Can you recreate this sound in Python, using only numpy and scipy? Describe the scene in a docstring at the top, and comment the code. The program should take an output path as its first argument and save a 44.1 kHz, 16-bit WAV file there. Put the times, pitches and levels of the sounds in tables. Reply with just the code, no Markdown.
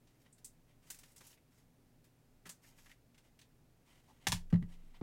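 """Trading cards are handled at a mat-covered table in a small room with soft ventilation noise.
For four seconds, edges tick as they snap free and faces slide with friction on plastic sleeves.
After a soft scuff on the mat, a rigid plastic case clacks twice and rings. At 4.5 s something is set
down: a dull knock booms through the table into the microphone stand and rattles the case.
A lighter bump and a few card sounds follow, and another knock is just starting at the end."""
import sys
import numpy as np
from scipy import signal
from scipy.fft import rfft, irfft, next_fast_len
from scipy.io import wavfile

SR = 44100
rng = np.random.default_rng(int(sys.argv[2]) if len(sys.argv) > 2 else 0)


def dump_mix(stems):
    """Bounce the given channels to the path in sys.argv[1] as a 16-bit WAV at rate SR."""
    frames = np.atleast_2d(stems).T  # one column per channel
    limited = np.clip(frames, -1, 1)  # hard clip at full scale
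    pcm = np.round(limited * 32767).astype(np.int16)
    wavfile.write(sys.argv[1], SR, pcm)


N = 221416
TIME = np.arange(N) / SR
SHORT_TIME = TIME[:SR // 3]

# The hollow ring of the plastic. Each row: frequency in Hz, bandwidth in Hz, gain in dB.
HOLLOW_MODES = [(1950, 106, 9), (2110, 126, -0.5), (2510, 60, -7), (2880, 270, -7), (3780, 300, -19),
                (7000, 4000, -28.5)]


def from_db(db):
    """Amplitude grows tenfold for every 20 dB."""
    return 10 ** (np.asarray(db) / 20)


def unit_rms(x):
    """Dividing by the rms amplitude gives unit mean power."""
    return x / np.sqrt(np.mean(x ** 2) + 1e-20)


def add(out, start_s, sound):
    """Superposition: a sound adds to what is already there."""
    start = min(round(start_s * SR), N)
    out[start:start + len(sound)] += sound[:N - start]


def coloured(x, spectrum):
    """Minimum-phase filtering: a causal response follows points of frequency in Hz and gain in dB."""
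    size = 2 * next_fast_len(len(x) // 2 + SR // 20)
    hz, db = np.transpose(spectrum)
    grid_hz = np.maximum(np.arange(size // 2 + 1) * SR / size, 1)
    gain = from_db(np.interp(np.log(grid_hz), np.log(hz), db))
    cepstrum = irfft(np.log(gain))
    cepstrum[1:size // 2] *= 2   # folding onto positive time makes the filter causal
    cepstrum[size // 2 + 1:] = 0
    return irfft(rfft(x, size) * np.exp(rfft(cepstrum)))[:len(x)]


def resonate(x, modes):
    """Modal superposition: each mode is a damped resonator, ringing longer the narrower its band."""
    out = 0
    for hz, width_hz, db in modes:
        radius = np.exp(-np.pi * width_hz / SR)
        gain = (1 - radius ** 2) / 2
        feedback = [1, -2 * radius * np.cos(2 * np.pi * hz / SR), radius ** 2]
        out = out + from_db(db) * signal.lfilter([gain, 0, -gain], feedback, x)
    return out


def contact(length_s, room_db, t60_s=0.15):
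    """Micro-impacts and early reflections merge into a burst; reverberation then decays exponentially."""
    flurry = np.exp(-(SHORT_TIME / length_s) ** 2)
    tail = from_db(room_db - 60 * SHORT_TIME / t60_s) * (1 - flurry)
    return rng.standard_normal(len(SHORT_TIME)) * np.hypot(flurry, tail)


def friction(slips_per_s, spread_db, smooth_db):
    """Stick-slip friction: uneven random impulses, blurred by reflections, over a smooth hiss."""
    sizes = from_db(spread_db * np.minimum(rng.exponential(1, N), 3))
    slips = (rng.random(N) < slips_per_s / SR) * sizes * rng.choice([-1, 1], N)
    blurred = signal.fftconvolve(slips, contact(length_s=0.0069, room_db=-14))[:N]
    return unit_rms(blurred) + from_db(smooth_db) * rng.standard_normal(N)


def stroke(start_s, length_s, attack_s=0.024, release_s=0.042):
    """Friction noise follows sliding speed: the hand speeds up, holds, then slows to rest."""
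    rise = (TIME - start_s) / attack_s
    fall = 1 + (start_s + length_s - TIME) / release_s
    return np.clip(np.minimum(rise, fall), 0, 1)


def room_tone():
    """Ventilation gives a continuous noise spectrum; mains and fan add faint spectral lines."""
    # The air's spectrum. Each row: frequency in Hz, relative spectral density in dB.
    air_spectrum = [(12, -28.5), (20, 5.5), (33, -12), (92, -12.5), (109, -13), (157, -7.5), (207, -18.5),
                    (238, -8), (324, -17.5), (667, -23.5), (1100, -30), (1200, -30.5), (2610, -33.5),
                    (3000, -36), (15500, -40)]
    # Mains and fan tones. Each row: frequency in Hz, rms level in dB.
    hum_tones = [(120, -77), (143, -92), (239, -90)]
    air = from_db(-68.5) * unit_rms(coloured(rng.standard_normal(N), air_spectrum))
    hum = sum(from_db(db) * np.sqrt(2) * np.sin(2 * np.pi * (hz * TIME + rng.random()))
              for hz, db in hum_tones)
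    return air + hum


def mat_scuff():
    """Forced vibration: friction drives the resonances of something hollow nudged over the cloth."""
    # Each row: resonance frequency in Hz, bandwidth in Hz, relative gain in dB.
    scuff_modes = [(868, 78, 1), (1000, 120, -5), (2500, 5600, -21.5)]
    scuff = unit_rms(resonate(rng.standard_normal(N), scuff_modes))
    return from_db(-68) * stroke(start_s=4.068, length_s=0.035) * scuff


def card_slides(sheen_exponent=1.56):
    """Sliding friction in a sleeve: the card's face rubs and rings the plastic while its edge hisses."""
    # Each row: start in seconds, length before release in seconds, level in dB, hiss gain in dB.
    strokes = [(0.062, 0.1, -81, -1), (0.192, 0.028, -84.5, 11.5), (0.24, 0.02, -67, -20),
               (0.672, 0.039, -73, -9), (0.815, 0.045, -70.5, 0.5), (0.862, 0.038, -72, 6.5),
               (0.943, .17, -75.5, 7), (1.144, 0.1, -74.5, 5), (1.23, 0.098, -75, 11.5),
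               (1.502, 0.11, -78.5, 4), (2.614, .075, -73, 7.5), (2.708, 0.034, -72, -4),
               (2.758, 0.154, -77, 8.5), (3.229, 0.035, -71, -4), (3.849, .14, -68.5, -5),
               (4.022, .16, -75.5, -4.5), (4.197, 0.083, -67, -8), (4.677, 0.053, -67.5, -5),
               (4.759, 0.16, -76, -8), (4.93, .035, -64.5, -21)]
    # Face rub, edge hiss and high sheen. Each row: frequency in Hz, relative gain in dB.
    rub_spectrum = [(300, -8.5), (900, -1.5), (1900, -5.5), (3200, -4), (5000, -12.5), (10000, -29)]
    hiss_spectrum = [(1500, -17), (4200, -8.5), (7000, -4.5), (9500, -8), (14000, -25)]
    sheen_spectrum = [(4000, -22.5), (9000, 2.5), (12000, 1.5), (16000, -11)]
    grains = friction(slips_per_s=330, spread_db=2.5, smooth_db=-1)
    face = unit_rms(coloured(grains, rub_spectrum))
    ring = from_db(-12.5) * unit_rms(resonate(grains, HOLLOW_MODES))
    rub = from_db(-4.5) * unit_rms(face + ring)
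    hiss = from_db(-4) * unit_rms(coloured(grains, hiss_spectrum))
    sheen = from_db(-14) * unit_rms(coloured(grains, sheen_spectrum))
    out = np.zeros(N)
    for start_s, length_s, db, hiss_db in strokes:
        brightness = from_db(hiss_db)
        slide = rub + brightness * hiss + brightness ** sheen_exponent * sheen
        out += from_db(db) * stroke(start_s, length_s) * slide
    return out


def card_ticks(max_fall_db=32):
    """Elastic release: an edge drags, then snaps free, high for a card's corner and low for a sleeve."""
    # Each row: start in seconds, rise time in seconds, relative level in dB, spectral peak in Hz,
    # fall to either side in dB per octave.
    snaps = [(0.0697, .003, -60.5, 3600, 10), (0.3268, .0005, -53.5, 8240, 31),
             (0.38, .0017, -63, 4460, 4.5), (0.4449, 0.00065, -41, 7840, 12),
             (0.9016, 0.00086, -41, 8400, 3), (0.9442, .0005, -54.5, 6500, 2.5),
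             (0.986, 0.0016, -54, 8000, 2.5), (1.032, .0014, -53.5, 2010, 3),
             (1.115, .0027, -62.5, 9000, 8), (1.1612, .0004, -56, 9000, 3.5),
             (1.179, .0005, -53.5, 6500, 11), (1.2081, 0.00028, -51, 990, 3),
             (1.265, 0.0039, -51.5, 10000, 4), (1.327, .0015, -58.5, 3000, 8),
             (1.373, .0005, -61.5, 2320, 10), (2.0399, 0.0056, -62.5, 3500, 1.5),
             (2.454, 0.0038, -42.5, 1590, 6), (2.4658, 0.00058, -51, 1390, 1.5),
             (2.4918, .0009, -40.5, 6700, 8.5), (2.4935, 0.00087, -48, 1200, 5),
             (2.639, 0.0046, -53, 1890, 14), (2.7833, 0.0016, -55.5, 2000, 6), (2.858, 0.002, -51, 1800, 7),
             (2.8943, .0003, -53.5, 1900, 8), (2.9131, .0013, -55.5, 2450, 6),
             (3.1443, .0005, -60.5, 2000, 6.5), (3.1786, .0005, -57.5, 2800, 6),
             (3.39, .0004, -56.5, 3370, 5.5), (3.413, 0.0013, -52.5, 3500, 9),
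             (4.501, .0005, -56.5, 1500, 5), (4.7378, .0005, -61.5, 2900, 9), (4.9426, .001, -54, 900, 10)]
    # The colour of thin card, common to all snaps. Each row: frequency in Hz, gain in dB.
    card_spectrum = [(150, 4.5), (800, -3), (1900, 1.5), (3000, -1), (4500, -2.5), (6000, -1), (8400, 1),
                     (12500, -4), (16000, -2.5)]
    octaves = np.arange(-6, 6, 0.5)
    out = np.zeros(N)
    for start_s, rise_s, db, peak_hz, slope in snaps:
        fall_db = np.minimum(slope * np.abs(octaves), max_fall_db)
        hump = np.transpose([peak_hz * 2 ** octaves, db - fall_db])
        swell = 1 - np.exp(-SHORT_TIME / (rise_s + 1 / SR))
        snap = swell * contact(length_s=0.013, room_db=-2.5)
        add(out, start_s, coloured(snap, hump))
    return from_db(2) * coloured(out, card_spectrum)


def case_rattles():
    """Impulse excitation: light touches and the jolt of the knock ring the case's hollow modes."""
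    # Each row: start in seconds, relative level in dB.
    jolts = [(0.262, -70.5), (2.868, -67), (2.902, -63), (2.916, -59), (4.534, -62), (4.541, -53.5),
             (4.558, -57), (4.626, -57.5)]
    taps = np.zeros(N)
    for start_s, db in jolts:
        add(taps, start_s, from_db(db) * contact(length_s=0.0019, room_db=-10, t60_s=0.081))
    return from_db(16.5) * resonate(taps, HOLLOW_MODES)


def case_clacks(ring_db=3, spike_db=10, touch_db=15):
    """Hard, brief impacts are broadband: the case lands edge after edge, cracking and ringing."""
    # Each row: start in seconds, relative level in dB, bass gain in dB, treble gain in dB,
    # contact length in seconds.
    impacts = [(4.2693, -30, 11, -2.5, 0.0036), (4.2712, -30, 4, 1.5, 0.008), (4.274, -36, -21, -1, 0.0027),
               (4.285, -36.5, -26, 9, .002), (4.32, -26, -1.5, -0.5, 0.0033),
               (4.3253, -28.5, 5.5, 2.5, 0.0031)]
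    # The crack of hard plastic. Each row: frequency in Hz, gain in dB.
    crack_spectrum = [(100, -13.5), (250, 1), (450, -11.5), (680, -1), (1000, 1), (1350, -6), (2150, 3.5),
                      (2500, 3), (3400, 3), (7500, 0), (11000, -8.5), (16000, -14)]
    # Each row: resonance frequency in Hz, bandwidth in Hz, gain in dB.
    case_modes = [(1015, 37, 2), (1060, 27, -12), (1768, 78, 5.5), (1830, 110, -9), (2220, 80, -2),
                  (2670, 62, -12), (2980, 45, 0.5), (3320, 84, 6.5), (3630, 84, -12), (3800, 82, -23),
                  (4440, 53, -17), (4620, 45, -16.5), (5140, 57, -1), (5620, 79, -19), (5930, 90, -12),
                  (7200, 35, -13), (7000, 90, -18), (7550, 55, -21), (9240, 47, 4)]
    hits, touches = np.zeros(N), np.zeros(N)
    impulse = signal.unit_impulse(len(SHORT_TIME))   # the hard first touch
    for start_s, db, bass_db, treble_db, length_s in impacts:
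        tilt = [(1000, bass_db), (3000, 0.0035), (9000, treble_db)]
        hit = contact(length_s, room_db=-11, t60_s=0.16) + from_db(spike_db) * impulse
        add(hits, start_s, from_db(db) * coloured(hit, tilt))
        add(touches, start_s, from_db(db + touch_db) * coloured(impulse, tilt))
    ring = from_db(ring_db) * resonate(touches + 0.5 * hits, case_modes)
    return coloured(hits, crack_spectrum) + ring


def table_knocks(swell_cycles=1.0):
    """Structure-borne sound: a cushioned blow thuds; the table's modes swell, lowest last, and decay."""
    # Each row: start in seconds, boom gain in dB, boom tilt in dB per octave, thud gain in dB.
    blows = [(2.458, -57, 15, -66), (4.2754, -40, -7, -67), (4.324, -35.5, -4.5, -69),
             (4.5266, -19.5, 3.5, -38), (4.6218, -37, 2.8, -58), (5.012, -35, 15.5, -48)]
    # Table and microphone stand. Each row: frequency in Hz, relative level in dB, 60 dB decay in seconds.
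    table_modes = [(19.75, -28, 3.2), (56, -5.5, 0.18), (79.4, -18, 0.58), (99.8, 6, 0.11),
                   (132.8, -13, 0.36), (174.1, 4, 0.23), (174.76, -29.5, 1.1), (204.6, -0.5, 0.11),
                   (255, -32, 0.32), (336.6, -13.5, 0.052), (405.3, -21.5, 0.063), (412, -40, 0.34)]
    # First contact through the mat. Each row: frequency in Hz, relative gain in dB.
    thud_spectrum = [(80, -48), (200, -34), (330, -14), (500, -17.5), (800, -20), (1230, -22.5),
                     (1700, -30.5), (3400, -37), (5000, -44.5), (15000, -65)]
    t = TIME[:2 * SR]
    hz, db, t60_s = np.transpose(table_modes)[:, :, None]
    swell = 1 - np.exp(-(hz * t / swell_cycles) ** 2)
    rings = from_db(db - 60 * t / t60_s) * np.sin(2 * np.pi * hz * t) * swell
    octaves = np.log2(hz / np.median(hz))
    boom, thud = np.zeros(N), np.zeros(N)
    for start_s, boom_db, tilt, thud_db in blows:
        add(boom, start_s, np.sum(from_db(boom_db + tilt * octaves) * rings, axis=0))
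        add(thud, start_s, from_db(thud_db) * contact(length_s=0.0079, room_db=-1.5, t60_s=0.13))
    return boom + from_db(28) * coloured(thud, thud_spectrum)


def nearby_echoes(direct):
    """Comb filtering: reflections off the table and nearby boxes interfere with the direct sound."""
    # Each row: delay in seconds, amplitude as a fraction of the direct sound.
    reflections = [(.00111, 0.098), (.0052, .18), (.0077, 0.18)]
    out = direct.copy()
    for delay_s, gain in reflections:
        add(out, delay_s, gain * direct)
    return out


def scene():
    """All sources superpose at one microphone on the table."""
    handling = nearby_echoes(card_ticks() + card_slides() + case_clacks())
    return (handling + case_rattles() + table_knocks() + room_tone() + mat_scuff())[None]


def record(dry):
    """Band limiting: an elliptic low-pass filter cuts steeply above 15.9 kHz."""
    return signal.sosfilt(signal.ellip(10, 0.2, 80, 15900, fs=SR, output="sos"), dry)


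dry = scene()
out = record(dry)
dump_mix(out)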